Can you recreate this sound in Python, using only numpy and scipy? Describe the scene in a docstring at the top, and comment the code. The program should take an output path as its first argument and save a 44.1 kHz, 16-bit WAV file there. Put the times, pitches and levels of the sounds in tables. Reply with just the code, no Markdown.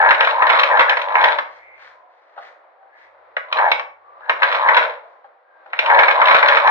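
"""A small workshop, with a two-port stereo microphone close to a cobbler's cast-iron stitching machine.
It sews a few stitches, rests while the shoe is turned, makes two single stitches and then runs on.
In each stitch the gears growl under load, the frame drones, levers clack and the loose linkage rattles.
In the rests the shoe bumps, slides and squeaks over soft room tone and a faint electric hum.
The hardest blows drive the recorder into its limiter."""
import sys
import numpy as np
from scipy import signal
from scipy.fft import rfft, irfft, next_fast_len
from scipy.io import wavfile
from scipy.ndimage import uniform_filter1d, minimum_filter1d

SR = 44100
rng = np.random.default_rng(int(sys.argv[2]) if len(sys.argv) > 2 else 0)


def persist_wave(psi):
    """Save psi, clipped to +-1, as 16-bit WAV."""
    counts = np.round(np.clip(psi, -1, 1) * 32767).astype(np.int16)
    wavfile.write(sys.argv[1], SR, np.atleast_2d(counts).T)


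N = 295470
TIME = np.arange(N) / SR


def amp(db):
    """Decibels to gain."""
    return 10 ** (np.asarray(db) / 20)


def unit(x):
    """Scales to rms 1."""
    return x / np.sqrt(np.mean(x ** 2) + 1e-20)


def steady(x, size=2400):
    """Rms 1 over every stretch of size samples; the fast grain stays."""
    return x / np.sqrt(abs(uniform_filter1d(x ** 2, size)) + 1e-12)


def read(points, hz):
    """Reads a curve on a log-frequency axis."""
    f, value = np.transpose(points)
    return np.interp(np.log(hz + 1), np.log(f + 1), value)


def add(mix, s, sound):
    """Mixes a sound in at s seconds."""
    part = mix[..., max(round(s * SR), 0):][..., :sound.shape[-1]]
    part += sound[..., :part.shape[-1]]


def colour(x, spectrum):
    """Minimum-phase filter with the given spectrum."""
    log_gain = np.log(amp(read(spectrum, abs(np.fft.fftfreq(4096, 1 / SR)))))
    taps = np.fft.ifft(np.exp(np.conj(signal.hilbert(log_gain)))).real[:1024]
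    return signal.fftconvolve(x, taps)[:len(x)]


def resonate(x, hz, width_hz):
    """A steep-sided resonance whose pitch can glide."""
    turn = np.exp(2j * np.pi * np.cumsum(hz * np.ones(len(x))) / SR)
    r = np.exp(-np.pi * width_hz / SR)
    return 2 * (turn * signal.lfilter([(1 - r) ** 2], [1, -2 * r, r * r], x / turn + 1e-18)).real


def swell(start, end, rise_s, fall_s, sag_db_per_s=0):
    """Envelope that builds up to start, holds or sags until end, and dies away."""
    t = TIME[::SR // 1000]
    outside = np.maximum(start - t, 0) / rise_s + np.maximum(t - end, 0) / fall_s
    sag = amp(sag_db_per_s * np.clip(t - start, 0, end - start))
    return np.interp(TIME, t, np.exp(-outside) * sag)


def swells(rows, rise_s, fall_s):
    """Joint gain of several swells that share one rise and fall."""
    return np.sqrt(sum((amp(db) * swell(start, end, rise_s, fall_s)) ** 2 for start, end, db in rows))


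def impacts(per_s, spread_db):
    """Random small impacts of uneven strength."""
    strength = amp(spread_db * np.minimum(rng.exponential(1, N), 3)) * rng.choice([-1, 1], N)
    return unit(strength * (rng.random(N) < per_s / SR))


def blow(spectrum, t60, contact_s=0.004, size=4096):
    """One blow: the parts chatter during contact, then a crowd of modes dies away."""
    t = TIME[:size]
    chatter = steady(colour(rng.standard_normal(size), spectrum), size=130)
    attack = 1 - np.exp(-(t / 0.00021) ** 2)
    return chatter * attack * amp(-60 * np.maximum(t - contact_s, 0) / t60)


def diffuse(pair):
    """Makes two unrelated signals as alike as sound from all sides is at the microphone's ports."""
    # Each row: frequency in Hz, coherence between the ports.
    coherence = [(100, 0.32), (500, .88), (900, 0.11), (1400, 0.18), (2200, 0.042), (5000, 0.32)]
    size = pair.shape[1]
    a, b = rfft(pair)
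    same = np.clip(read(coherence, np.fft.rfftfreq(size, 1 / SR)), -1, 1)
    return irfft(np.array([a, same * a + np.sqrt(1 - same ** 2) * b]), size)


def room(x, wet_db, side=1, gap_s=0.00053):
    """Direct sound at the two ports (side -1 mirrors its direction) plus the workshop's reflections."""
    # The workshop's decay. Each row: frequency in Hz, t60 in seconds.
    decay = [(300, 0.4), (600, 0.55), (1200, 0.39), (2400, 0.32), (4000, 0.24), (10000, 0.4)]
    # Direct sound at side 1. Each row: frequency in Hz, phase lead of the left port in radians.
    port_phase = [(100, 2), (520, 1.53), (750, -1.45), (950, -0.9), (1150, -2), (1600, -1.55), (1850, -2),
                  (2300, -2.5), (2850, -2), (3500, -2), (4100, -5), (5000, -4)]
    shape, half = (2, SR // 4 * 3), 256
    reflections = rng.choice([-1., 1.], shape) * (rng.random(shape) < 0.1)
    hz, t, bands = signal.stft(diffuse(reflections), SR, nperseg=256)
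    tail = signal.istft(bands * amp(-60 * t / read(decay, hz)[:, None]), SR, nperseg=256)[1]
    tail *= 1 - np.exp(-(TIME[:tail.shape[1]] / gap_s) ** 2)
    lead = side * read(port_phase, np.fft.rfftfreq(2 * half, 1 / SR))
    direct = np.roll(irfft(np.exp(.5j * np.outer([1, -1], lead))), half, axis=1)
    response = np.pad(amp(wet_db) * tail / np.linalg.norm(tail[0]), ((0, 0), (half, 0)))
    add(response, 0, direct)
    heard = signal.fftconvolve(np.atleast_2d(x), response, axes=1)[:, half:half + N]
    return heard / np.sqrt(1 + amp(2 * wet_db))


def room_tone(hum_hz=98):
    """The workshop's soft rush from all sides, and a faint electric hum that comes and goes."""
    # Colour of the rush. Each row: frequency in Hz, relative level in dB.
    spectrum = [(30, -4), (80, -7.5), (170, -43), (250, -32.5), (330, -17.5), (410, -16), (520, -2),
                (640, -1.5), (1000, -3.5), (1400, -8.5), (2100, -15), (2800, -29), (4000, -33), (7000, -62)]
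    # Drift of the rush. Each row: time in seconds, level in dB.
    levels = [(1.6, -51), (1.94, -51), (2.12, -55.5), (2.5, -48.5), (2.8, -53.5), (3.3, -49), (3.95, -55),
              (4.2, -48), (5.0, -48), (5.2, -51.5), (5.45, -56), (5.7, -47.5)]
    # Each row: start and end in seconds, level of the hum in dB.
    hum_spans = [(0, 1.9, -54.5), (3.05, 4.8, -57.5)]
    air = np.array([colour(noise, spectrum) for noise in rng.standard_normal((2, N))])
    rush = unit(diffuse(air)) * amp(np.interp(TIME, *np.transpose(levels)))
    hum = swells(hum_spans, rise_s=0.098, fall_s=0.098) * np.sin(2 * np.pi * hum_hz * TIME)
    return rush + hum


def squeaks(gain_db=2):
    """The shoe and the slowly turned shaft rub: tiny slips feed a gliding resonance."""
    # Each row: start and end in seconds, first pitch, last pitch and width in Hz, relative level in dB.
    rubs = [(1.502, 1.892, 2040, 2210, 264, -48.5), (1.847, 2.137, 1017, 1015, 90, -53.5),
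            (1.993, 2.146, 710, 732, 50.6, -54.5), (2.724, 2.91, 758, 810, 88.8, -54),
            (2.889, 3.11, 1720, 2080, 400, -53), (3.994, 4.293, 1100, 1248, 60.1, -48.5),
            (4.205, 4.318, 1520, 1700, 306, -41.5), (5.041, 5.225, 1034, 1030, 90.5, -54),
            (5.42, 5.729, 1626, 1550, 50, -58.5)]
    out = np.zeros(N)
    for start, end, first_hz, last_hz, width_hz, db in rubs:
        progress = np.linspace(0, 1, round((end - start) * SR))
        slips = rng.standard_normal(SR)[:len(progress)]
        ring = resonate(slips, first_hz + (last_hz - first_hz) * progress, width_hz)
        add(out, start, amp(db + gain_db) * steady(ring) * np.sin(np.pi * progress))
    return room(out, wet_db=-2)


def shoe(bump_db=-2, scuff_db=4):
    """On the far side of the needle the shoe slides under the hands and bumps the work rest."""
    # Each row: start and end in seconds, relative level in dB.
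    scuffs = [(1.45, 1.58, -53.5), (1.81, 1.88, -48.5), (2.11, 2.37, -66.5), (2.43, 2.465, -47.5),
              (2.99, 3.04, -57), (5.06, 5.13, -67)]
    # Each row: start in seconds, relative level in dB.
    bumps = [(1.82, -42), (2.022, -56), (2.366, -35), (2.378, -25.5), (2.83, -48), (3.318, -50.5),
             (4.206, -37), (5.056, -39), (5.244, -36), (5.66, -36.5)]
    # Grainy sliding and dull bumps. Each row: frequency in Hz, relative level in dB.
    scuff_spectrum = [(500, -23), (1200, 10), (2100, 12), (2700, -3.5), (4000, -2), (5500, -14.5),
                      (7000, -23), (10000, -43.5)]
    bump_spectrum = [(220, -54), (400, -20), (600, 4), (750, 9), (950, -11.5), (1350, 0), (1800, -16.5),
                     (2700, -28), (4200, -34), (7000, -60.5)]
    grain = steady(colour(impacts(per_s=2200, spread_db=5.5), scuff_spectrum))
    out = amp(scuff_db) * grain * swells(scuffs, rise_s=0.029, fall_s=0.039)
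    for s, db in bumps:
        add(out, s, amp(db + bump_db) * blow(bump_spectrum, t60=0.074))
    return room(out, wet_db=-2, side=-0.75)


def meshing(teeth_per_s=97, jitter=0.12, contact_share=0.32, grind=0.26):
    """Each gear tooth lands with a short scrape of tiny impacts, over a constant grind."""
    wander = unit(uniform_filter1d(rng.standard_normal(N), size=1500))
    teeth = np.cumsum(teeth_per_s * (1 + jitter * wander)) / SR
    return impacts(per_s=4000, spread_db=1.5) * (grind + np.exp(-(teeth % 1) / contact_share))


def frame(shaking, gain_db=-1):
    """The iron frame drones as the machine shakes it."""
    # The frame's response. Each row: frequency in Hz, relative level in dB.
    spectrum = [(150, -61.5), (260, -49), (340, -2.5), (400, -19.5), (480, 10.5), (570, 17), (680, 10.5),
                (850, 11), (1400, -61)]
    drone = steady(colour(meshing(), spectrum), size=1000)
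    return amp(gain_db) * room(drone * shaking, wet_db=-3)


def steel(x, ring_db):
    """The steel levers and shuttle ring on after each blow."""
    # Each row: frequency in Hz, relative level in dB, t60 in seconds.
    modes = [(1139, 14.5, 0.33), (1680, 10.5, 0.091), (2259, 14, 0.37), (2380, 0.5, 0.11),
             (2720, -19, 0.15), (3050, 0, .14), (3450, -5.5, 0.23), (3800, -4, .25), (4200, -9, .16),
             (5080, -2, .3), (5540, 2, .35), (6700, 3.5, .45), (7160, 6, .5), (7650, 6.5, .5)]
    t = TIME[:SR // 4]
    ring = sum(amp(db - 60 * t / t60) * np.sin(2 * np.pi * hz * t) for hz, db, t60 in modes)
    ring /= np.linalg.norm(ring)
    return x + amp(ring_db) * signal.fftconvolve(np.atleast_2d(x), ring[None], axes=1)[:, :N]


def linkage(looseness, gain_db=4):
    """Loose joints chatter in the running machine."""
    # Colour of the chatter. Each row: frequency in Hz, relative level in dB.
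    spectrum = [(400, -26.5), (900, 2.5), (1400, 11), (2200, 8), (2900, -4), (3950, 0.5), (4400, -16),
                (5300, -21.5), (6500, -36.5), (8000, -49.5), (12000, -49.5), (16000, -62.5)]
    chatter = steady(colour(impacts(per_s=280, spread_db=4), spectrum))
    return amp(gain_db) * room(steel(chatter * looseness, ring_db=-25.5), wet_db=-4)


def gears(growl_gain, upper_gain, growl_hz, growl_db=-1, upper_db=-2):
    """The gear train growls near 1 kHz, shifting with the load; higher modes ring with it."""
    # Each row: frequency and width in Hz, relative level in dB.
    upper_modes = [(1395, 100, -9.5), (1696.5, 290, -5.5), (2205, 27, -8.5)]
    force = signal.sosfilt(signal.butter(2, [520, 3000], "band", fs=SR, output="sos"), meshing())
    growl = steady(resonate(force, growl_hz, width_hz=270), size=800)
    upper = steady(sum(amp(db) * resonate(force, hz, width) for hz, width, db in upper_modes), size=700)
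    return room(amp(growl_db) * growl * growl_gain + amp(upper_db) * upper * upper_gain, wet_db=-5)


def load(sag_db_per_s=-16, release_s=0.0097, quick_share=0.38):
    """Strokes load the gears, ease and let go: gains of growl, upper ring and drone, and growl pitch."""
    # Each row: start and end of the load and its build-up in seconds, relative levels of growl,
    # upper ring and frame drone in dB, first and last pitch of the growl in Hz.
    strokes = [(0.0, 0.118, .01, -12.5, -10.5, -22.5, 871, 992),
               (0.195, 0.238, .012, -19.5, -13.5, -23, 930, 925),
               (0.423, 0.65, 0.098, -13, -17.5, -27.5, 926, 1168),
               (0.711, 0.829, .025, -13, -15, -22.5, 933, 956),
               (0.886, 0.932, .008, -18.5, -12.5, -30.5, 926, 922),
               (1.179, 1.306, 0.084, -14, -16, -27.5, 984, 927),
               (3.59, 3.689, 0.033, -13, -17.5, -25, 1027, 864),
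               (4.299, 4.323, 0.017, -24.5, -24.5, -36, 820, 1013),
               (4.432, 4.447, 0.018, -18.5, -11.5, -31, 930, 957),
               (4.673, 4.787, 0.11, -13, -18, -28, 1060, 942),
               (5.903, 6.029, 0.03, -10, -12, -19, 973, 902),
               (6.1, 6.11, 0.0068, -18.5, -14, -24.5, 833, 944),
               (6.204, 6.343, 0.07, -11, -18.5, -42, 985, 1083),
               (6.43, 6.564, 0.018, -14.5, -16.5, -31.5, 974, 1023),
               (6.661, 6.714, 0.038, -9.5, -14, -39, 992, 964)]
    growl_power = upper_power = drone_power = weighted_hz = 0
    for start, end, rise_s, growl_db, upper_db, drone_db, first_hz, last_hz in strokes:
        slow = swell(start, end, rise_s, release_s, sag_db_per_s) + 1e-9
        quick = swell(start, end, rise_s * quick_share, release_s, sag_db_per_s)
        power = (amp(growl_db) * slow) ** 2
        growl_power += power
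        upper_power += (amp(upper_db) * quick) ** 2
        drone_power += (amp(drone_db) * quick) ** 2
        weighted_hz += power * np.interp(TIME, [start - rise_s, end], [first_hz, last_hz])
    return np.sqrt(growl_power), np.sqrt(upper_power), np.sqrt(drone_power), weighted_hz / growl_power


def machine(idle_growl_db=-7, idle_upper_db=-8.5, idle_drone_db=-2, idle_rattle_db=-7):
    """The turning flywheel shakes gears, frame and linkage softly; strokes and slack joints add to it."""
    # The flywheel turns; the linkage goes slack. Each row: start and end in seconds, relative level in dB.
    runs = [(0.0, 1.35, -29), (3.56, 3.75, -31.5), (4.3, 4.41, -42.5), (4.44, 4.87, -26.5),
            (5.835, 6.7, -24.5)]
    rattles = [(0.09, 0.145, -37.5), (0.21, 0.31, -28.5), (0.49, 0.665, -22.5), (0.9, 1.01, -47),
               (1.2, 1.32, -26.5), (3.705, 3.735, -38.5), (4.47, 4.585, -28), (4.745, 4.86, -29.5),
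               (5.98, 6.15, -31.5), (6.28, 6.39, -18.5), (6.45, 6.59, -23)]
    run = swells(runs, rise_s=0.047, fall_s=0.047)
    slack = swells(rattles, rise_s=0.013, fall_s=0.023)
    growl, upper, drone, growl_hz = load()
    growl = np.hypot(growl, amp(idle_growl_db) * run)
    upper = np.hypot(upper, amp(idle_upper_db) * run)
    shaking = np.linalg.norm([drone, amp(idle_drone_db) * run, amp(-3.5) * slack], axis=0)
    looseness = np.hypot(slack, amp(idle_rattle_db) * run)
    return gears(growl, upper, growl_hz) + frame(shaking) + linkage(looseness)


def note(hz, rise_s=0.0013, t60=0.09):
    """A struck part's own ring: a close pair of modes."""
    t = TIME[:SR // 4]
    pair = np.sin(2 * np.pi * hz * t) + .5 * np.sin(2 * np.pi * hz * rng.uniform(1.03, 1.12) * t)
    return pair * (1 - np.exp(-t / rise_s)) * amp(-60 * t / t60)


def levers(bright_db=2, note_db=-7, pan_share=0.71):
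    """Close to the microphone, each blow of a moving part clanks in the casting and rings in the steel."""
    # Each row: start in seconds, relative levels of clank and bright ring in dB, the part struck,
    # left over right in dB before pan_share narrows it.
    clacks = [(0.061, -12, -38, "lever", 5), (0.088, -22, -20, "spring", -1),
              (0.107, -1.5, -9, "lever", -4.5), (0.146, -24, -24, "shuttle", 10),
              (0.207, -8, -13.5, "lever", -2), (0.248, -22.5, -17, "shuttle", 3.5),
              (0.272, -8.5, -22.5, "lever", 0.5), (0.309, -22.5, -23.5, "spring", -4),
              (0.421, -6, -24.5, "link", 5.5), (0.469, -13.5, -20, "bar", -5.5),
              (0.499, -6, -16, "shuttle", -12.5), (0.532, -15.5, -30, "lever", -10.5),
              (0.594, -13, -12, "shuttle", -2.5), (0.634, -18, -11, "spring", 1),
              (0.771, -13.5, -24.5, "lever", -3), (0.794, -2.5, -11.5, "foot", -9.5),
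              (0.807, -4.5, -17.5, "foot", 13), (0.895, -15, -12.5, "link", -5.5),
              (0.97, -12.5, -21, "lever", -4), (0.995, -19.5, -30, "link", -0.5),
              (1.016, -34.5, -24, "spring", 7.5), (1.104, -24.5, -54, "foot", -0.5),
              (1.154, -6.5, -27.5, "foot", -8.5), (1.214, -23, -24.5, "link", 5.5),
              (1.24, -3, -11.5, "shuttle", 0), (1.386, -11.5, -20.5, "link", 0.5),
              (3.367, -13.5, -29.5, "foot", -1), (3.526, -14, -18.5, "foot", -1),
              (3.569, -20, -25, "spring", -5.5), (3.586, -13.5, -27.5, "foot", -1.5),
              (3.716, -11, -11, "shuttle", -3), (3.795, -20.5, -29, "lever", 2.5),
              (4.295, -6, -17, "shuttle", -1), (4.421, -10.5, -28, "lever", 4),
              (4.431, -9.5, -13.5, "link", -7.5), (4.525, -15.5, -20.5, "link", -3.5),
              (4.547, -17.5, -22.5, "link", -8.5), (4.57, -23, -31.5, "foot", -10),
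              (4.687, -1.5, -19.5, "link", 6.5), (4.745, -14, -19, "bar", -1),
              (4.768, 0, -9.5, "shuttle", -2), (5.732, -17.5, -33, "foot", -1.5),
              (5.79, -14.5, -10, "spring", -2), (5.86, -17, -21, "link", -1), (5.899, -9.5, -30, "link", 1),
              (5.947, -12.5, -23.5, "foot", 1), (5.989, -4, -12, "lever", -1.5),
              (6.034, -5, -16.5, "lever", -1.5), (6.082, -5.5, -18.5, "lever", -4.5),
              (6.109, -15.5, -16.5, "shuttle", -0.5), (6.216, -3.5, -21, "foot", 1.5),
              (6.256, -36.5, -17, "shuttle", -5), (6.283, -8.5, -18, "shuttle", 2.5),
              (6.31, -5.5, -21, "bar", -9.5), (6.346, -0.5, -11, "bar", 1.5),
              (6.428, -4, -21.5, "foot", 2.5), (6.484, -6.5, -10, "foot", 0.5),
              (6.522, -8, -29, "foot", -5), (6.555, -22, -21, "shuttle", 1.5), (6.57, -5, -17, "bar", -8),
              (6.674, -11, -19.5, "link", -4)]
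    # Each entry: the part, its own note in Hz.
    part_hz = {"foot": 1143, "bar": 1494, "lever": 1622, "link": 1815, "shuttle": 2102, "spring": 3960}
    # Iron clank and bright steel ring. Each row: frequency in Hz, relative level in dB.
    clank_spectrum = [(200, -48.5), (380, -32.5), (520, -7), (750, -14), (1050, 0), (1300, -1), (1700, -4),
                      (2200, -3.5), (2800, -22), (5000, -70.5)]
    ring_spectrum = [(1200, -35.5), (1900, -5.5), (2350, 8.5), (2900, -2.5), (3300, -2.5), (3950, -3),
                     (4400, -21), (5300, -20.5), (6500, -34.5), (8000, -64), (12000, -59), (16000, -67)]
    out = np.zeros((2, N))
    for s, clank_db, ring_db, part, pan_db in clacks:
        place = amp(np.array([[.5], [-.5]]) * pan_share * pan_db)
        add(out, s, place * amp(clank_db) * blow(clank_spectrum, t60=0.033))
        add(out, s, place * amp(ring_db + bright_db) * blow(ring_spectrum, t60=0.031))
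        add(out, s, place * amp(clank_db + note_db) * note(part_hz[part]))
    return room(steel(out, ring_db=-24.5), wet_db=-6)


def scene():
    """The machine, the shoe and the workshop as they reach the microphone."""
    return machine() + levers() + shoe() + squeaks() + room_tone()


def limiter(x, ceiling=1.005, size=45):
    """Pulls each channel down for a millisecond or two around the highest peaks."""
    gain = np.minimum(1, ceiling / (abs(x) + 1e-9))
    return x * uniform_filter1d(minimum_filter1d(gain, size, axis=1), size, axis=1)


def record(dry, low_cut_hz=250, high_cut_hz=15800):
    """The microphone cuts bass and colours each port; the recorder limits, clips and trims the top."""
    # The ports' balance. Each row: frequency in Hz, left over right in dB.
    balance = [(150, 3.5), (420, -3.5), (560, 0.5), (690, -2), (900, 1.5), (1060, 1), (1230, 0.5),
               (1700, 6), (2000, -1), (2500, 4), (2800, -2.5), (3500, 3.5), (4100, -1), (6000, 1)]
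    thin = signal.sosfilt(signal.butter(3, low_cut_hz, "high", fs=SR, output="sos"), dry)
    size = next_fast_len(N + 2048)
    balance_db = read(balance, np.fft.rfftfreq(size, 1 / SR))
    ports = irfft(rfft(thin, size) * amp(np.outer([.5, -.5], balance_db)), size)[:, :N]
    held = np.clip(limiter(ports), -1, 1)
    return signal.oaconvolve(held, signal.firwin(255, high_cut_hz, fs=SR)[None], "same")


dry = scene()
out = record(dry)
persist_wave(out)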